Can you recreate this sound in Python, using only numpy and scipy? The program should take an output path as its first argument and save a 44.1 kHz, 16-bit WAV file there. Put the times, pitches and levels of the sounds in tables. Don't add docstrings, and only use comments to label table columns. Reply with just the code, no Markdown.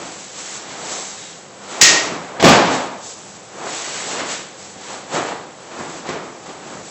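import sys
import numpy as np
from scipy import signal
from scipy.fft import rfft, irfft
from scipy.io import wavfile

SR = 44100
rng = np.random.default_rng(int(sys.argv[2]) if len(sys.argv) > 2 else 0)


def waveform_to_disk(signal):
    frames = np.transpose(np.atleast_2d(signal))
    scaled = np.clip(frames, -1, 1) * 32767
    samples = np.round(scaled).astype(np.int16)
    wavfile.write(sys.argv[1], SR, samples)


def nominal_scale(level):
    x = np.asarray(level, float) / 20
    return 10 ** x


N = 304289


def rms_one(x):
    return x / np.sqrt(np.mean(x ** 2) + 1e-20)


def at_hz(points, hz):
    points_hz, values = np.array(points).T[:2]
    return np.interp(np.log(hz), np.log(points_hz), values)


def coloured(white, spectrum):
    hz = np.maximum(np.arange(N // 2 + 1) * SR / N, 1)
    return rms_one(irfft(rfft(white) * nominal_scale(at_hz(spectrum, hz)), N))


def drift(rate_hz):
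    knots = rng.standard_normal(4000)
    return np.interp(np.arange(N) / SR * rate_hz, np.arange(len(knots)), knots)


def grains(per_s, spread_db, smooth):
    size_db = spread_db * np.minimum(rng.exponential(1, N), 4)
    sizes = nominal_scale(size_db) * rng.choice([-1, 1], N)
    slips = rms_one(sizes * (rng.random(N) < per_s / SR))
    share = np.clip(smooth, 0, 1)
    return np.sqrt(share) * rng.standard_normal(N) + np.sqrt(1 - share) * slips


def ring(clicks, hz, t60_s):
    radius, turn = nominal_scale(-60 / (t60_s * SR)), 2 * np.pi * hz / SR
    poles = [1, -2 * radius * np.cos(turn), radius * radius]
    return signal.lfilter([0, np.sin(turn)], poles, clicks + 1e-18)


# [t/s, level/dB, squash/s, contact cut f/Hz, low push/dB]
BAG_BLOWS = [(1.821, -17, 0.012, 500, -8.5), (1.929, -18, 0.015, 800, -34),
             (2.3973, -10.5, 0.014, 1280, -40), (2.4269, 6, 0.00085, 990, -6),
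             (2.436, -0.5, 0.038, 1280, 5.5), (2.478, -5.5, 0.019, 1490, -5),
             (2.631, -21.5, 0.09, 800, -23), (2.734, -24, 0.012, 3000, -18), (2.813, -43, 0.0062, 910, -38),
             (3.668, -33, 0.013, 1200, -42), (4.193, -19.5, 0.01, 1700, -34), (4.76, -43, .008, 900, -26),
             (5.137, -28, 0.0075, 1800, -36), (5.712, -31.5, 0.02, 1200, -54), (5.79, -38, .02, 500, -24),
             (6.088, -17, 0.014, 800, -22), (6.49, -35, .012, 1500, -36)]
# [f/Hz, level/dB, t60/s]
FLOOR_RING = [(156, -55, 0.043), (299.6, 0.5, 0.65), (370, 5, 0.14), (445, -24, 0.17), (683, 9.5, 0.16),
              (859, 8, 0.087), (1205, 7.5, 0.21)]


def bag():
    crush, push = np.zeros(N), np.zeros(N)
    t = np.arange(SR // 4) / SR
    sand = grains(2500, 2.5, smooth=.6)
    heave = coloured(rng.standard_normal(N),
                     [(20, -50.5), (80, -3.5), (170, 4.5), (300, -4.0), (500, -16.5), (2000, -72.0)])
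    for start_s, level_db, squash_s, cut_hz, push_db in BAG_BLOWS:
        i = round(start_s * SR)
        span = slice(i, i + len(t))
        fade = np.exp(-t / squash_s)
        dull = signal.butter(1, min(cut_hz, 9000), fs=SR)
        puff = rms_one(signal.lfilter(*dull, sand[span]))
        crush[span] += nominal_scale(level_db) * fade * np.minimum(t / (squash_s / 5), 1) * puff
        push[span] += nominal_scale(push_db) * fade * np.minimum(t / 0.0054, 1) * heave[span]
    boards = sum(nominal_scale(db - 52.5) * ring(crush, hz, t60_s) for hz, db, t60_s in FLOOR_RING)
    return crush + boards, push


# [t/s, level/dB]
BAR_TOUCHES = [
    (1.8105, -21),
    (1.8135, -0.5),
    (1.822, -18.5),
    (1.834, -13),
    (1.853, -26),
    (1.875, -34),
    (1.92, -37),
]
# [f/Hz, level/dB, t60/s]
BAR_AND_HOOK_MODES = [(1846, -3.5, .7), (1886, 3, 0.62), (2028, -10, 0.29), (2060, -5.5, 0.7), (2390, -8, .4),
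                      (2703, -9, 0.55), (2860, -28, .3), (2930, -7.5, 0.72), (3370, -18.5, .4), (3805, -16.5, 0.38),
                      (4382, -24, .4), (4914, 0, 0.51),
                      (5125, -18, .3), (5377, -10, .3), (5717, -14, .3), (6097, -4, .3), (6128, -18, 0.32),
              (6163, -19, .4), (6349, -13, .35), (6541, -20, 0.28), (6640, -19, .3), (7120, -9.5, .3),
              (7300, -15, 0.26), (7601, -12.5, .25)]
GRIP_S, GRIP_DB_PER_S = 2.03, 250


def bar():
    touch_s, level_db = np.array(BAR_TOUCHES).T
    at = (touch_s * SR).astype(int)
    modes = BAR_AND_HOOK_MODES
    chance_db = rng.normal(0, 4.2, (len(at), len(modes)))
    chime, crack = np.zeros((2, N))
    wobble = drift(35)
    for k, (hz, db, t60_s) in enumerate(modes):
        clicks = np.zeros(N)
        clicks[at] = nominal_scale(level_db + db + chance_db[:, k] - 13.0) * np.sign(chance_db[:, k - 1])
        beating = nominal_scale(3.9 * np.roll(wobble, 9001 * k))
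        chime += ring(clicks, hz, t60_s) * beating
    chime *= nominal_scale(-GRIP_DB_PER_S * np.maximum(np.arange(N) / SR - GRIP_S, 0))
    steel = coloured(rng.standard_normal(N), [(300, -42.5), (1200, -20.0), (2000, 1.5), (4000, -0.5),
                                              (6500, 3.5), (8500, 4.0), (9500, -40.5)])
    t = np.arange(SR // 20) / SR
    for i, db in zip(at, level_db):
        crack[i:i + len(t)] += nominal_scale(db + 5.0) * np.exp(-t / 0.0052) * steel[i:i + len(t)]
    return chime, crack


SWELL_DB = 20


def gestures(rows, fades_db_per_s):
    t = np.arange(0, N, 64) / SR
    power = np.zeros((2, len(t)))
    for start_s, swell_s, hold_s, db, above_db in rows:
        rising_db = SWELL_DB * np.maximum(start_s + swell_s - t, 0) / max(swell_s, .01)
        after_s = np.maximum(t - start_s - swell_s - hold_s, 0)
        power += nominal_scale([[db], [db + above_db]] - rising_db - np.outer(fades_db_per_s, after_s)) ** 2
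    return [np.interp(np.arange(N) / SR, t, 10 * np.log10(p + 1e-12)) for p in power]


# [t/s, swell/s, hold/s, scuff level/dB, weight above scuff/dB]
FLOOR_MOVES = [(-.15, 0.18, 0.022, -33, 1.5), (.2, 0.21, 0.13, -39.5, -3), (.45, 0.13, 0.17, -41, 1.5),
               (.5, 0.37, 0.096, -32.5, -5), (.9, 0.18, 0.13, -44, -2.5), (1.2, 0.14, 0.19, -48, 2),
               (1.48, 0.28, .02, -30.5, -11), (1.75, 0.062, .03, -25, -9), (1.83, 0.086, 0.017, -20.5, -13),
               (1.95, 0.13, 0.078, -27.5, -1), (2.2, 0.18, 0.024, -29, -8), (3.0, 0.19, 0.23, -45.5, 0),
               (3.48, 0.15, 0.04, -28, -6.5), (3.6, 0.24, .25, -34, -7), (3.9, 0.29, 0.026, -26.5, -3.5),
               (4.2, 0.096, 0.035, -35, -10), (4.62, 0.29, 0.062, -34, -3.5), (5.08, .07, 0.028, -20.5, -4),
               (5.2, 0.072, 0.046, -30, -3), (5.6, 0.21, 0.057, -29.5, -0.5), (5.95, .15, .002, -28, -3.5),
               (6.38, 0.1, 0.018, -34.5, -1), (6.5, 0.18, 0.097, -35, 0.5),
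               (6.1, .15, 0.037, -37, -1),
    (4.35, 0.12, .2, -48, -5),
    (5.57, .035, .003, -43, -6),
]
# [t/s, swell/s, hold/s, hiss level/dB, rasp above hiss/dB]
CANVAS_STROKES = [(-.1, 0.12, .05, -36.5, 0), (0, 0.13, .15, -38, -3.5), (.2, 0.18, 0.085, -33.5, -2.5),
                  (.35, .18, 0.032, -32.5, -2), (.55, 0.15, 0.026, -38.5, 4.5), (.75, 0.095, .04, -35.5, 1),
                  (.7, 0.22, 0.067, -28, -5), (.9, 0.13, .05, -34, -8), (1.0, 0.16, 0.053, -36, -2.5),
                  (1.15, 0.11, 0.064, -38.5, -2), (1.55, 0.17, 0.076, -35, 2), (2.65, 0.081, .01, -28, 3),
                  (2.96, 0.089, 0.051, -33.5, -11), (3.1, 0.083, 0.18, -43, -4.5),
                  (3.5, .23, 0.39, -29.5, 0.5), (4.05, 0.13, .02, -36, 6.5), (4.18, .13, 0.027, -28, 1.5),
                  (4.52, 0.08, 0.11, -40.5, -5.5), (4.7, 0.14, 0.11, -37, 1.5),
                  (5.06, 0.092, 0.026, -29.5, 3), (5.2, 0.067, 0.024, -39.5, 6.5),
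                  (5.65, 0.15, 0.19, -39.5, 0.5), (6.0, 0.072, .003, -40, 7), (6.35, 0.11, .04, -42.5, 1.5),
                  (6.5, 0.18, 0.066, -41, 1),
    (6.75, 0.11, .05, -39.5, -5),
    (2.15, 0.089, .06, -46.5, 5.5),
    (6.15, 0.094, 0.043, -48, -2),
    (5.5, 0.11, .08, -49.5, 4),
]
# [f/Hz, level/dB]
SCUFF_SPECTRUM = [(100, -53), (250, -3.5), (450, 0), (800, -0.5), (1200, -4.5), (2000, -12.5),
                  (4000, -27.5), (8000, -56.5)]
WEIGHT_SPECTRUM = [(40, 0.5), (80, -7.5), (150, 2.5), (220, -1.5), (350, -1.5), (700, -35.5)]
RASP_SPECTRUM = [(500, -20), (1200, -2.5), (1800, 0), (3000, -1.5), (4500, -4), (8000, -31.5)]
HISS_SPECTRUM = [(1500, -19), (3500, 0), (5000, 3), (7000, 8), (8500, 10), (9500, -44)]
SCUFF_FADE_DB_PER_S, WEIGHT_FADE_DB_PER_S = 71.5, 74
HISS_FADE_DB_PER_S, RASP_FADE_DB_PER_S = 106.5, 89


def handling():
    scuff_db, weight_db = gestures(FLOOR_MOVES, [SCUFF_FADE_DB_PER_S, WEIGHT_FADE_DB_PER_S])
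    hiss_db, rasp_db = gestures(CANVAS_STROKES, [HISS_FADE_DB_PER_S, RASP_FADE_DB_PER_S])
    jerks = drift(25)
    scuff = nominal_scale(scuff_db + 0.5 * jerks + 0.5) * coloured(grains(400, 3.0, smooth=.7), SCUFF_SPECTRUM)
    weight = nominal_scale(weight_db + 1.2 * drift(14) - 1.5) * coloured(rng.standard_normal(N), WEIGHT_SPECTRUM)
    rasp = nominal_scale(rasp_db + 0.6 * jerks - 3.36) * coloured(grains(1500, 4.0, smooth=1.0), RASP_SPECTRUM)
    hiss = nominal_scale(hiss_db + 0.91 * jerks + 0.5) * coloured(grains(3000, 3.2, smooth=0.69), HISS_SPECTRUM)
    return scuff + weight + rasp + hiss


# [start t/s, end t/s, f/Hz, width/Hz, level/dB]
STRAP_SQUEAKS = [
    (.88, 1.14, 6270, 60, -39),
    (1.03, 1.36, 3790, 50, -44.5),
]


def squeaks():
    t, out = np.arange(N) / SR, 0
    for start_s, end_s, hz, width_hz, db in STRAP_SQUEAKS:
        swell = np.sin(np.pi * np.clip((t - start_s) / (end_s - start_s), 0, 1))
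        out = out + nominal_scale(db) * swell * rms_one(ring(rng.standard_normal(N), hz, 2.2 / width_hz))
    return out


# [f/Hz, level/dB]
AIR_SPECTRUM = [(30, -7), (100, 5), (175, 2.5), (255, -6), (505, -0.5), (800, -7.5), (2400, -14),
                (5400, -15.5), (8400, -9), (9500, -52)]
# [f/Hz, width/Hz, level/dB]
DUCT_TONES = [
    (196.9, 8.8, -48),
    (523, 16, -56),
    (767, 14, -52),
]
AIR_DB = -36.5


def ventilation():
    air = nominal_scale(AIR_DB - 3.5 + 0.75 * drift(6)) * coloured(rng.standard_normal(N), AIR_SPECTRUM)
    tones = sum(nominal_scale(db) * rms_one(ring(rng.standard_normal(N), hz, 3.4 / width_hz))
                for hz, width_hz, db in DUCT_TONES)
    return air + tones


# [f/Hz, t60/s]
GYM_DECAY = [(60, 0.29), (250, 0.88), (1000, 0.96), (3000, 0.65), (8000, 0.51)]


def gym(x, build_s):
    edges_hz = 40 * 2 ** np.arange(0, 8.1, .5)
    white, out = rng.standard_normal((2, N)), 0
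    swell = np.exp(-1 / (build_s * SR))
    for k, (low, high) in enumerate(zip(edges_hz, edges_hz[1:])):
        band = signal.butter(2, [low, high], "band", fs=SR, output="sos")
        keep = nominal_scale(-120 / (SR * at_hz(GYM_DECAY, np.sqrt(low * high))))
        energy = signal.sosfilt(band, x) ** 2 + 1e-18
        poles = np.convolve([1, -keep], [1, -swell])
        stored = signal.lfilter([(1 - keep) * (1 - swell)], poles, energy)
        out = out + np.sqrt(np.abs(stored)) * rms_one(signal.sosfilt(band, white[k % 2]))
    return out


def scene():
    soft, push = bag()
    chime, crack = bar()
    direct = nominal_scale(-2.0) * soft + push + chime + crack
    wet = gym(nominal_scale(2.0) * soft + nominal_scale(-8.5) * push + nominal_scale(6.5) * crack, build_s=0.0015)
    mono = direct + wet + handling() + ventilation() + squeaks()
    return np.array([mono, mono])


def roll_off(x):
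    return signal.sosfilt(signal.butter(12, 15800, fs=SR, output="sos"), x)


# [f/Hz, level/dB]
TREBLE_LIMIT = [(7960, 0), (8050, -14), (8200, -80), (8400, -110)]


def record(dry):
    top = 1.28
    x = top * np.tanh(dry / top)
    for cut_hz in (240, 95):
        x = signal.sosfilt(signal.butter(1, cut_hz, "high", fs=SR, output="sos"), x)
    hz = np.arange(1, N // 2 + 2) * SR / N
    x = irfft(rfft(x) * nominal_scale(at_hz(TREBLE_LIMIT, hz)), N)
    mix = np.clip(x, -.99, .99)
    return roll_off(mix)


dry = scene()
out = record(dry)
waveform_to_disk(out)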